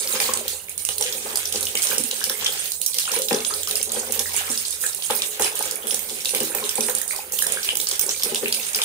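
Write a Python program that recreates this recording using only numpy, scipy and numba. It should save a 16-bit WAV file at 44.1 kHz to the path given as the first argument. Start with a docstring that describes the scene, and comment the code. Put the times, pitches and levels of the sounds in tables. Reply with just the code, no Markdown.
"""A stream of water falls into a plastic tub where a duck is bathing, close by in a small hard-walled room.
The stream breaks into lumps that slap and spatter; trapped air rings as bubbles and the falling water
drums on the tub. The duck steps, dips its bill and bumps the tub: sloshes, hollow gulps and knocks.
Under it all lie a low rumble and the faint hum of a far motor."""
import sys
import numpy as np
from scipy import signal
from scipy.fft import rfft, irfft
from scipy.io import wavfile
from scipy.ndimage import uniform_filter1d
from numba import njit

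SR = 44100
rng = np.random.default_rng(int(sys.argv[2]) if len(sys.argv) > 2 else 0)


def store_wav(level_fs):
    """Save 16-bit WAV to argv[1]."""
    pcm = np.round(np.clip(np.atleast_2d(level_fs), -1, 1) * 32767)
    wavfile.write(sys.argv[1], SR, pcm.T.astype(np.int16))


N = 389844
TIME = np.arange(N) / SR
PORT_LAG_S = .00017  # the water lands nearer the right microphone port

# lumps of water landing: (time [s], crack [dB], splat [dB], scattered drops [dB])
LUMPS = [(0.074, -22, -20.5, -19), (0.1066, -21, -32, -26), (0.201, -10, -15, -14), (0.336, -3, -23, -37),
         (0.3725, -9.5, -22.5, -37), (0.48, -9, -20, -18.5), (0.694, -14.5, -48, -31),
         (0.7776, -8, -32, -21.5), (0.85, -6, -22.5, -21), (0.8884, -9, -18.5, -35),
         (0.9816, -9, -24, -15.5), (1.01, -5, -24, -34), (1.0238, -20, -15, -36), (1.1248, -12, -21, -40),
         (1.3568, -5.5, -18, -36), (1.372, -6.5, -32, -37), (1.4549, -14, -19.5, -42),
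         (1.524, -10.5, -22, -17), (1.558, -17, -16.5, -33), (1.608, -10, -31, -19), (1.6288, -9, -22, -28),
         (1.653, -11, -25, -23), (1.669, -19, -18.5, -30), (1.752, -5.5, -28, -19), (1.773, -22, -20, -28),
         (1.82, -11, -22, -12.5), (1.87, -13, -18, -23), (1.887, -12, -33, -25), (1.904, -12, -24, -20),
         (1.9813, -2, -19, -19), (2.037, -8.5, -28, -32), (2.1117, -10.5, -16.5, -42), (2.24, -4, -16, -21),
         (2.2567, -24, -32, -32), (2.296, -10, -16, -39), (2.445, -11, -19, -34), (2.464, -20, -10.5, -39),
         (2.6407, -14, -40, -24.5), (2.719, -11, -22.5, -34), (2.815, -6, -26, -30),
         (2.862, -3, -17.5, -31), (2.9428, -10.5, -23.5, -20), (2.9845, -4.5, -13, -29),
         (2.996, -10, -32, -21), (3.054, -28, -20.5, -35), (3.117, -12.5, -17.5, -15.5),
         (3.162, -18, -20.5, -32), (3.188, -8.5, -44, -33), (3.219, -8, -20.5, -26),
         (3.285, -22, -16.5, -21), (3.3287, -9, -20, -29), (3.345, -23, -17.5, -26),
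         (3.4037, -26, -24, -37), (3.448, -13, -16, -44), (3.5375, -24, -21, -18), (3.632, -10, -26, -30),
         (3.6727, -16, -20, -17), (3.7103, -6.5, -20, -30), (3.755, -8, -18, -17), (3.8135, -26, -21, -36),
         (3.8278, -3.5, -39, -37), (3.919, -6.5, -27.5, -21.5), (4.122, -3, -44, -27),
         (4.1928, -3, -15, -25), (4.334, -14, -43, -16.5), (4.364, -3, -32, -38), (4.4518, -25, -38, -19.5),
         (4.4933, -21, -33, -14), (4.5116, -21, -33, -23), (4.5751, -18, -18, -18.5),
         (4.651, -27, -22, -22), (4.7062, -10, -46, -25), (4.807, -18, -38, -17), (4.864, -8, -27, -30),
         (4.947, -9, -51, -45), (5.0222, -36, -21.5, -19.5), (5.107, -9, -19, -24), (5.15, -23, -28, -18),
         (5.22, -12, -14.5, -19), (5.3965, -11, -36, -11), (5.421, -5, -18, -33), (5.445, -17, -17, -36),
         (5.5535, -10, -43, -15), (5.5904, -8.5, -37, -24), (5.6247, -8, -29, -26), (5.656, -11, -44, -30),
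         (5.7104, -9, -23, -35), (5.756, -10.5, -46, -46), (5.8698, -10.5, -26, -14),
         (5.9076, -22, -18, -23), (5.9433, -3, -20, -29), (5.9918, -8.5, -49, -31),
         (6.248, -12, -22.5, -16), (6.2557, -12, -15.5, -23), (6.292, -16, -20, -31),
         (6.348, -6, -19.5, -21), (6.403, -6.5, -22, -28), (6.432, -10, -26, -27), (6.549, -5, -38, -21.5),
         (6.6393, -21, -21.5, -20), (6.6919, -8, -16.5, -33), (6.755, -7.5, -27, -19),
         (6.8073, -3.5, -18.5, -19), (6.864, -10, -40, -32), (6.8968, -6, -24, -33), (6.95, -2, -27, -38),
         (6.9833, -8, -31, -38), (7.015, -6.5, -38, -41), (7.078, -11, -50, -19.5),
         (7.161, -11.5, -28, -25), (7.321, -10.5, -30, -15.5), (7.3882, -7, -19, -19),
         (7.4226, -0.5, -29, -37), (7.4667, -4, -24, -37), (7.521, -3, -37, -41),
         (7.6304, -15, -19.5, -19.5), (7.754, -7, -22, -31), (7.77, -4, -27, -34), (7.8, -8, -19.5, -29),
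         (7.8131, -9, -25, -19), (7.87, -21, -16.5, -22), (7.8877, -7, -29, -30), (7.9126, -12, -15.5, -31),
         (7.9938, -1, -18.5, -21), (8.0118, -5.5, -22, -31), (8.064, -8, -39, -33),
         (8.0917, -24, -15.5, -38), (8.2337, -4.5, -15, -21), (8.346, -7, -18, -26),
         (8.357, -23, -17.5, -22), (8.481, -9.5, -28, -27), (8.525, -6, -12, -32), (8.545, -9, -23, -28),
         (8.732, -13, -30, -28), (8.747, -12, -11.5, -25), (8.758, -6, -34, -28), (8.817, -16, -17, -22)]
# steady fall of the stream: (time [s], spatter level [dB])
STREAM_FLOW = [(0.0, -20.5), (0.22, -22.5), (0.57, -38.5), (0.78, -49), (0.91, -26.5), (1.9, -27.5),
               (2.34, -25.5), (3.15, -25.5), (3.3, -26), (4.77, -28.5), (5.98, -32.5), (6.11, -26.5),
               (6.97, -28.5), (7.19, -42), (7.31, -45), (7.36, -27.5), (7.98, -25), (8.84, -25.5)]


def spray(spray_db, bubbling_db, flicker_db=4.0, flurry_db=1.16):
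    """Droplets patter and plink, each size in its own flurries; stirred water also fizzes and tinkles."""
    # tone of the patter and of the fizz: (frequency [Hz], gain [dB])
    patter_eq = [(500, -27), (1500, 0), (3000, -31), (5000, -24), (8000, 27), (15500, -0.5)]
    fizz_eq = [(900, -10), (2000, 5.5), (3200, 10), (4500, 2), (7000, 3), (12000, -18.5)]
    # droplet sizes, coarse to fine: (lowest pitch [Hz], highest pitch [Hz], level [dB])
    drop_sizes = [(3570, 6600, -11.5), (6170, 9300, -10), (8650, 11200, -9.5), (11180, 15470, -12)]
    patter = unit(colour(droplets(rate=3000, spread_db=0.5), patter_eq))
    plinks = sum(undb(db + flicker_db * walk(rate=45))
                 * bubble_cloud(rate=700, band_hz=(low, high), cycles=90, spread_db=-1.5, glide=0.07)
                 for low, high, db in drop_sizes)
    fizz = undb(flicker_db * walk(rate=30)) * unit(colour(droplets(rate=600, spread_db=0), fizz_eq))
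    # larger drops trap air and ring long enough to have a pitch
    tinkle = bubble_cloud(rate=110, band_hz=(2100, 6000), cycles=40, spread_db=4.2, glide=.05)
    # the stream lands unevenly, so drops of all sizes crowd together
    falling = undb(spray_db + flurry_db * walk(rate=99))
    stirred = undb((spray_db + bubbling_db) / 2)
    return falling * (undb(-10) * patter + plinks) + stirred * (undb(-3) * fizz + undb(-4.5) * tinkle)


def falling_water(flow_db=-1.54, scatter_db=1.05):
    """Spatter level in dB: the steady stream, plus drops that each lump throws up to fall back."""
    flow, = curves(STREAM_FLOW)
    scatter = swells([(s, 0, db) for s, _, _, db in LUMPS], attack_s=0.013, release_s=0.049)
    return 10 * np.log10(undb(flow + flow_db) ** 2 + undb(scatter_db) ** 2 * scatter) + thinning()


def thinning(deepest_db=6, lead_s=.022, full_crack_db=-8, full_splat_db=-17):
    """Dip of the spatter in dB: the stream thins just before a big lump breaks off."""
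    dip = np.zeros(N)
    for s, crack, splat, _ in LUMPS:
        landing = int(s * SR)
        t = TIME[:landing][-SR // 10:]
        size = min(1, undb(max(crack - full_crack_db, splat - full_splat_db)))
        dip[landing - len(t):landing] += size * np.exp((t - s) / lead_s)
    return -deepest_db * np.minimum(dip, 1)


def slaps(crack_db=-9, splat_db=2, rise_s=.0003, burst_s=.0025, spatter_db=-24, spatter_s=.03):
    """Each lump lands as a burst of tiny cavities, never twice the same colour, with a tail of spatter."""
    # tone of the bright crack and of the wetter splat: (frequency [Hz], gain [dB])
    crack_eq = [(1000, -12), (4000, -24), (6500, 9), (15500, 9.5)]
    splat_eq = [(200, -25), (500, 7.5), (1500, 12), (3200, 1), (5500, 25), (8000, 13), (15000, -32)]
    t = np.arange(SR // 10) / SR
    window = int(.003 * SR)
    cracks = bubble_cloud(rate=5200, band_hz=(5000, 15800), cycles=2.45, spread_db=-7.5, glide=0.01)
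    cracks = colour(cracks, crack_eq)
    splats = bubble_cloud(rate=1100, band_hz=(2736, 6240), cycles=15.4, spread_db=-3, glide=0.059)
    splats += undb(-3.5) * unit(colour(droplets(rate=7800, spread_db=5.5), splat_eq))
    lumps = [row[:3] for row in LUMPS] + small_lumps()
    stretches = np.exp(.2 * rng.standard_normal(len(lumps)))
    attack = 1 - np.exp(-t / rise_s)
    tail = undb(spatter_db) * np.exp(-t / spatter_s)
    out = np.zeros((2, N))
    for (s, crack, splat), stretch in zip(lumps, stretches):
        envelope = attack * (np.exp(-t / (burst_s * stretch)) + tail)
        envelope /= np.sqrt(np.mean(envelope[:window] ** 2))
        i = int(rng.random() * (N - len(t)))
        for grains, db, band_hz in ((cracks, crack + crack_db, (7500, 15000)),
                                    (splats, splat + splat_db, (2900, 6500))):
            cavities = crater(grains[:, i:i + len(t)], *band_hz)
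            # the lump sets the loudness, the cavities only the colour
            power = uniform_filter1d(np.mean(cavities ** 2, axis=0), size=window)
            add(out, s, undb(db) * envelope * cavities / np.sqrt(power + 1e-9))
    return out


def small_lumps(rate=9, crack_db=4, splat_db=-2, uneven_db=3):
    """Lesser lumps land at random, as strong as the flow allows: (time [s], crack [dB], splat [dB])."""
    when, crack, splat = rng.random((400, 3))[:int(rate * N / SR)].T
    s = when * N / SR
    flow = np.interp(s, *np.transpose(STREAM_FLOW))
    cracks = flow + crack_db + uneven_db * (2 * crack - 1)
    splats = flow + splat_db + uneven_db * (2 * splat - 1)
    return list(zip(s, cracks, splats))


def crater(x, low_hz, high_hz, focus_db=7):
    """The hollow that a lump punches in the water rings at a pitch of its own."""
    hz = low_hz * (high_hz / low_hz) ** rng.random()
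    return x + undb(focus_db) * signal.lfilter(*signal.iirpeak(hz, Q=7, fs=SR), x)


def sizzle(mist_db=-41):
    """Fine foam rings high in brief surges; the finest mist keeps falling even when the stream lets up."""
    # patches of foam: (start [s], length [s], level [dB])
    patches = [(2.592, 0.013, -25), (3.6, 0.022, -35), (4.665, 0.02, -28), (6.82, 0.088, -27.5),
               (7.085, 0.039, -27.5), (7.535, 0.03, -34), (8.012, .025, -25)]
    foam = bubble_cloud(rate=1500, band_hz=(8000, 10000), cycles=60, spread_db=1.5, glide=.02)
    mist = bubble_cloud(rate=2500, band_hz=(9000, 15500), cycles=45, spread_db=3, glide=.02)
    return np.sqrt(swells(patches, attack_s=0.0028, release_s=0.011)) * foam + undb(mist_db) * mist


def stirring(attack_s=0.0011, release_s=0.036):
    """Bubbling and drumming levels in dB: each slosh lifts both above the unrest of the water."""
    # water between sloshes: (time [s], bubbling [dB], drumming on the tub [dB])
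    unrest = [(0.0, -41, -41), (0.29, -35, -37), (0.64, -50, -50.5), (0.88, -51, -53), (1.08, -45, -41.5),
              (2.49, -43, -45), (2.75, -55, -47), (3.13, -43, -55), (3.27, -61, -42.5), (3.99, -51, -40.5),
              (4.36, -50, -51), (4.8, -48.5, -51.5), (5.59, -36.5, -41), (6.2, -47.5, -45),
              (6.55, -39.5, -50), (7.21, -43, -44), (8.54, -47, -51), (8.84, -32.5, -46)]
    # the duck steps and dips: (start [s], length [s], level [dB], drumming relative to level [dB])
    sloshes = [(0.087, 0.027, -32, -14), (0.2, 0.14, -29.5, -10), (0.384, 0.04, -53, 14),
               (0.993, 0.14, -53.5, 16.5), (1.244, 0.12, -29.5, -5.5), (1.542, 0.044, -37, -1),
               (1.75, 0.12, -30.5, -31), (1.853, 0.12, -30.5, -4.5), (2.21, 0.043, -49, -16),
               (2.303, 0.088, -48, -19), (2.399, 0.16, -31, -11), (3.075, 0.068, -27, -13.5),
               (3.306, 0.1, -29.5, -4), (3.502, 0.016, -26, -7), (3.708, 0.061, -36.5, 1),
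               (3.868, 0.3, -34, 1), (4.29, 0.066, -35, -18), (4.338, 0.055, -27.5, -15),
               (4.431, 0.1, -31, -11.5), (4.82, 0.051, -38.5, -1), (5.097, 0.023, -27, -13),
               (5.186, 0.032, -36.5, 7), (5.407, 0.053, -23.5, -7.5), (5.604, 0.077, -45, 6),
               (5.842, 0.1, -36.5, 5), (6.334, 0.33, -34, 0), (6.754, 0.22, -42, 7.5),
               (7.125, 0.032, -33, -5.5), (7.458, 0.014, -27, -5), (7.496, 0.081, -40, 7),
               (7.679, 0.13, -43, 3), (7.894, 0.072, -41.5, 3), (8.005, 0.021, -33, -4),
               (8.059, 0.038, -39, 5), (8.233, 0.37, -38.5, 3.5), (8.756, 0.041, -35.5, -0.5)]
    bubbling, drumming = curves(unrest)
    churn = swells([(s, length, db) for s, length, db, _ in sloshes], attack_s, release_s)
    wash = swells([(s, length, db + share) for s, length, db, share in sloshes], attack_s, release_s)
    return (10 * np.log10(undb(bubbling) ** 2 + undb(-4) ** 2 * churn),
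            10 * np.log10(undb(drumming + 1) ** 2 + undb(-2) ** 2 * wash))


def gurgle(bubbling_db, drumming_db):
    """Stirred water bubbles all the time and glugs where it is churned deep."""
    cloud = bubble_cloud(rate=1400, band_hz=(760, 3200), cycles=7.5, spread_db=5.5)
    glugs = bubble_cloud(rate=110, band_hz=(366.7, 712), cycles=23.7, spread_db=3)
    return undb(bubbling_db - 3) * cloud + undb(drumming_db - 6) * glugs


def plops(plop_db=1, cycles=21, glide=0.053, shed_count=4, shed_db=-13, shed_s=.018, shed_octaves=0.23):
    """A large bubble plops and sheds a few smaller and larger ones, which roughen its note."""
    # single large bubbles: (time [s], level [dB], pitch [Hz])
    large_bubbles = [(0.202, -3.5, 2340), (0.291, -10, 1070), (0.41, -22, 590), (0.685, -17, 2300),
                     (1.025, -7, 3320), (1.754, -1, 2900), (1.914, -11.5, 1540), (2.215, -14, 1590),
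                     (2.298, -15, 1590), (2.4614, 1, 3160), (3.078, -14, 1370), (3.132, -29, 820),
                     (3.508, -18, 1250), (3.675, -20.5, 1210), (4.258, -13.5, 1840), (4.41, -20, 774),
                     (4.498, -28, 266), (4.839, -9.5, 1670), (5.608, -17, 830), (6.348, -7.5, 2300),
                     (6.626, -18.5, 1030), (6.782, -14.5, 820), (7.015, -16.5, 1800), (7.109, -8, 2180),
                     (7.19, -19.5, 820), (7.422, -10.5, 1680), (7.572, -10.5, 1540), (7.6897, 5, 2970),
                     (8.2229, -7, 3450), (8.459, -0.5, 2620), (8.789, -6.5, 2420), (8.818, 3, 3500)]
    s, db, hz = np.array(large_bubbles, float).T
    each = np.ones(len(s))
    out = bubbles(s, hz, cycles * each, undb(db + plop_db), glide * each, PORT_LAG_S / 2 * each)
    for late, pitch, place in rng.random((len(s), shed_count, 3)).transpose(1, 2, 0):
        shed_hz = hz * 2 ** (shed_octaves * (2 * pitch - 1))
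        out += bubbles(s + shed_s * late, shed_hz, cycles / 2 * each,
                       undb(db + shed_db), glide * each, 2 * PORT_LAG_S * place)
    return out


def gulps(gulp_db=-1, glide=0.041, roughness=0.4):
    """Deep air pockets ring hollow and long, wobbling roughly and rising a little as they come up."""
    # air pushed under by the duck: (time [s], level [dB], pitch [Hz], t60 [s])
    air_pockets = [(1.053, -25, 492, .2), (1.99, -24, 283, .11), (2.04, -29, 245, 0.14),
                   (3.163, -23, 481, 0.12), (3.193, -21, 520, 0.25), (3.312, -12, 494, 0.14),
                   (3.314, -18.5, 235.6, 0.3), (3.334, -17, 423, 0.19), (3.972, -25, 470, 0.22),
                   (6.407, -21, 408, 0.19), (6.426, -32.5, 324, 0.63), (6.625, -28, 409, 0.28),
                   (6.886, -19, 498, 0.16), (8.258, -30, 483, 0.2), (8.325, -25, 398, .2),
                   (8.428, -20, 398, 0.24)]
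    s, db, hz, t60 = np.array(air_pockets, float).T
    each = np.ones(len(s))
    wobble = 1 + roughness * walk(rate=170)
    return wobble * bubbles(s, hz, t60 * hz, undb(db + gulp_db), glide * each, PORT_LAG_S * each)


def tub_drum(drumming_db):
    """Falling water drums on the tub; it rocks to and fro, so the ring keeps shifting."""
    drop_eq = [(100, -1), (240, -3), (430, -0.5), (600, 2.5), (900, 4), (2000, -10)]
    drops = colour(droplets(rate=260, spread_db=5, lag_spread_s=0)[1], drop_eq)
    rock = 2 * walk(rate=2)
    drum = ring(drops * np.cos(rock), tub_response()) + ring(drops * np.sin(rock), tub_response())
    return undb(drumming_db - 2) * unit(drum)


def tub_knocks(contact=30, push_s=0.007, wash_db=-17, wash_s=0.11, smack_db=-3, smack_s=0.0032):
    """Heavy splashes and bumps ring the tub, the harder the brighter."""
    # blows against the tub: (time [s], level [dB], hardness [dB per octave])
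    blows = [(0.152, -25.5, 11.5), (0.201, -27.5, 9), (0.387, -35.5, 2), (0.889, -32, 12.5),
             (1.007, -29.5, 10), (1.259, -32, 10), (1.99, -35, -7.5), (2.299, -29, 8), (3.163, -27.5, 1.5),
             (3.309, -16.5, 3), (3.964, -26, 5), (4.199, -28, 8), (4.497, -34, 1), (5.102, -18, 8.5),
             (5.396, -21.5, 8.5), (5.606, -34.5, 14), (5.658, -35, 6.5), (6.338, -31, 13),
             (6.405, -26.5, -0.5), (6.548, -27, 4.5), (6.781, -24.5, -0.5), (6.885, -24, 16),
             (8.255, -31, 3), (8.314, -29, -1), (8.429, -24.5, 1)]
    smack_eq = [(150, -15), (800, 1), (4000, -13.5)]
    t = np.arange(SR // 2) / SR
    out = np.zeros((2, N))
    for s, db, hardness in blows:
        # a sharp first contact, a rough push, then water washing back against the wall
        push = rng.standard_normal(len(t)) * (np.exp(-t / push_s) + undb(wash_db) * np.exp(-t / wash_s))
        push[0] += contact
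        push = colour(push, [(220, 0), (880, 2 * hardness), (3000, 2 * hardness - 4)])
        knock = ring(push, tub_response())
        peak_power = uniform_filter1d(np.mean(knock ** 2, axis=0), size=SR // 50).max()
        # the blow also smacks the water's surface, heard before the tub swings up
        smack = unit(colour(rng.standard_normal(len(t)), smack_eq)) * np.exp(-t / smack_s)
        add(out, s, undb(db) * (knock / np.sqrt(peak_power) + undb(smack_db + hardness / 2) * smack))
    return out


def tub_response(detune=.015, port_phase_rad=0.2, clack_db=3, clack_s=0.005):
    """The tub's modes, detuned by the shifting water, and the short clack of its wall."""
    # modes of the plastic tub: (frequency [Hz], level [dB], t60 [s])
    modes = [(147, -17.5, 0.36), (212.3, -9, 0.2), (235.3, -6.5, 0.34), (324.3, -6.5, 0.18),
             (384.7, -7, 0.42), (430.2, -0.5, 0.38), (461, 6.5, 0.055), (516, 6, 0.095),
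             (578.5, -7.5, 0.28), (777.5, -4, 0.11), (836.6, -2, 0.066), (1006, -10, 0.12),
             (1200, -14, 0.058)]
    clack_eq = [(50, -70), (150, -49), (500, -3.5), (1400, -1), (3000, 2), (8000, -50)]
    t = np.arange(SR // 2) / SR
    water_load = 1 + detune * rng.standard_normal(len(modes))
    body = np.zeros((2, len(t)))
    for k, (hz, db, t60) in enumerate(modes):
        polarity = (-1) ** k
        phase = 2 * np.pi * hz * water_load[k] * t + port_phase_rad * polarity * np.array([[1], [-1]])
        body += polarity * undb(db) * np.exp(-np.log(1000) * t / t60) * np.sin(phase)
    clack = unit(colour(rng.standard_normal((2, len(t))), clack_eq))
    return body + undb(clack_db) * clack * np.exp(-t / clack_s)


def room(x, wet_db=-7.5, t60=0.17, near_db=-5, wall_s=0.013, crossfade_hz=0.4487):
    """Things nearby answer each splash faintly, then the walls with a short tail."""
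    echo_eq = [(200, -4.5), (600, -6), (1500, 7.5), (5000, 1.5), (15000, 2)]
    t = np.arange(SR // 2) / SR
    build_up = np.where(t > wall_s, 1, undb(near_db) * np.sqrt(t / wall_s))
    envelope = build_up * np.exp(-np.log(1000) * t / t60)
    # two echo tails slowly crossfade, so the room's colour keeps shifting
    angle = 2 * np.pi * crossfade_hz * TIME
    out = x
    for crossfade in (np.cos(angle), np.sin(angle)):
        tail = rng.standard_normal((2, len(t))) * envelope
        tail /= np.sqrt(np.sum(tail ** 2, axis=1, keepdims=True))
        out = out + undb(wet_db) * crossfade * ring(x, colour(tail, echo_eq))
    return out


def rumble(level_db=-60.5, width=0.16):
    """A bed of low noise, nearly alike at both ports."""
    # tone of the rumble: (frequency [Hz], gain [dB])
    rumble_eq = [(20, -56), (35, -31), (60, 6.5), (80, 3), (105, -34), (150, 8), (200, -3), (400, -5),
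                 (1500, -28)]
    noise = rng.standard_normal(N) + width * rng.standard_normal((2, N))
    return undb(level_db) * unit(colour(noise, rumble_eq))


def far_motor(waver_db=4.5, drift=0.02):
    """A far motor hums one low tone that swells and wavers."""
    # course of the hum: (time [s], level [dB], pitch [Hz])
    hum = [(0, -65, 82), (1.5, -55.5, 86), (2.8, -79, 85), (3.5, -58, 89), (4.4, -45.5, 88), (4.7, -66, 81),
           (6.1, -63, 85), (8.8, -67, 82)]
    hum_db, hum_hz = curves(hum)
    phase = 2 * np.pi * np.cumsum(hum_hz * (1 + drift * walk(rate=11))) / SR
    return undb(hum_db + waver_db * walk(rate=9.1)) * np.sin(phase)


def droplets(rate, spread_db, lag_spread_s=.00012):
    """Random clicks of unequal size, rate a second; each reaches the left port with its own lag."""
    when, weight, polarity, place = rng.random((120000, 4))[:int(rate * N / SR)].T
    at = (when * N).astype(int)
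    size = undb(-spread_db * np.log(0.0041 + weight)) * np.sign(polarity - .5)
    lag = np.round((PORT_LAG_S + lag_spread_s * (2 * place - 1)) * SR).astype(int)
    return np.array([np.bincount((at + lag) % N, size, N), np.bincount(at, size, N)])


@njit
def bubbles(s, hz, cycles, gain, glide, lag_s):
    """Damped tones that rise as each bubble nears the surface; cycles counts the ring down to -60 dB."""
    out = np.zeros((2, N))
    for k in range(len(s)):
        life = cycles[k] / hz[k]
        for channel in range(2):
            start = int((s[k] + lag_s[k] * (1 - channel)) * SR)
            for i in range(max(0, -start), min(int(life * SR), N - start)):
                t = i / SR
                envelope = (1 - np.exp(-t * hz[k] * 1.5)) * np.exp(-6.9 * t / life)
                phase = 2 * np.pi * hz[k] * t * (1 + glide[k] * t / life)
                out[channel, start + i] += gain[k] * envelope * np.sin(phase)
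    return out


def bubble_cloud(rate, band_hz, cycles, spread_db, glide=0.25):
    """Bubbles of mixed sizes ring at random, rate a second; rms 1."""
    when, pitch, life, size, rise, place = rng.random((40000, 6))[:int(rate * N / SR)].T
    low_hz, high_hz = band_hz
    hz = low_hz * (high_hz / low_hz) ** pitch
    gain = undb(-spread_db * np.log(.03 + size))
    lag_s = PORT_LAG_S * (3 * place - .5)
    return unit(bubbles(when * N / SR, hz, cycles * (0.95 + life), gain, 2 * glide * rise, lag_s))


def swells(events, attack_s, release_s):
    """Power of overlapping events that rise, hold and die away: (start [s], length [s], level [dB])."""
    power = np.zeros(N)
    for s, length, db in events:
        i = int(s * SR)
        t = TIME[:min(int((length + .5) * SR), N - i)]
        envelope = (1 - np.exp(-t / attack_s)) * np.exp(-np.maximum(t - length, 0) / release_s)
        power[i:i + len(t)] += (undb(db) * envelope) ** 2
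    return power


def walk(rate):
    """Smooth random wandering, spread near 1, with rate steps a second."""
    steps = rng.standard_normal(2000)
    return 1.21 * np.interp(TIME * rate, np.arange(len(steps)), steps)


def curves(table):
    """Each column after the time as a value per sample."""
    s, *columns = np.transpose(table)
    return [np.interp(TIME, s, column) for column in columns]


def colour(x, eq, size=4096):
    """Minimum-phase EQ through points of (frequency [Hz], gain [dB])."""
    hz, db = np.transpose(eq)
    bin_hz = np.arange(size // 2 + 1) * SR / size
    gain = undb(np.interp(np.log(bin_hz + 1), np.log(hz), db))
    cepstrum = irfft(np.log(gain))
    cepstrum[1:size // 2] *= 2
    cepstrum[size // 2 + 1:] = 0
    return ring(x, irfft(np.exp(rfft(cepstrum))))


def ring(x, response):
    """Pass a sound through an impulse response."""
    y = signal.oaconvolve(np.atleast_2d(x), np.atleast_2d(response), axes=1)
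    return y[:, :np.shape(x)[-1]]


def add(out, s, x):
    """Mix a two-channel sound in at time s."""
    i = int(np.clip(s * SR, 0, N - 1))
    out[:, i:i + x.shape[1]] += x[:, :N - i]


def undb(db):
    """Decibels to gain."""
    return 10 ** (np.asarray(db) / 20)


def unit(x):
    """Scale to rms 1."""
    return x / np.sqrt(np.mean(x ** 2) + 1e-18)


def scene():
    """Water and tub sound in the room, over the rumble and the motor."""
    bubbling_db, drumming_db = stirring()
    splashing = spray(falling_water(), bubbling_db) + sizzle() + slaps()
    trapped_air = gurgle(bubbling_db, drumming_db) + plops() + gulps()
    tub = tub_drum(drumming_db) + tub_knocks()
    return room(splashing + trapped_air + tub) + rumble() + far_motor()


def record(dry, ceiling=.8, low_cut_hz=46, high_cut_hz=15600):
    """The left port is muffled, the right rings in the treble; peaks are rounded, lows and highs cut."""
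    # response of the two microphone ports: (frequency [Hz], gain [dB])
    left_eq = [(60, 5.5), (450, 0.5), (1300, -2), (3200, -5), (5500, -3.5), (7000, -4.5), (9000, -16.5),
               (15000, -11.5)]
    right_eq = [(60, 2.5), (700, -5), (1400, -3.5), (2700, -6), (6000, -2), (7800, 1), (9250, 5),
                (11000, 1), (12500, 1.5), (14500, 5.5)]
    ports = np.vstack([colour(dry[0], left_eq), colour(dry[1], right_eq)])
    ports = ceiling * np.tanh(ports / ceiling)
    ports = signal.sosfilt(signal.butter(3, low_cut_hz, "high", fs=SR, output="sos"), ports)
    return signal.sosfilt(signal.ellip(10, .2, 80, high_cut_hz, fs=SR, output="sos"), ports)


dry = scene()
out = record(dry)
store_wav(out)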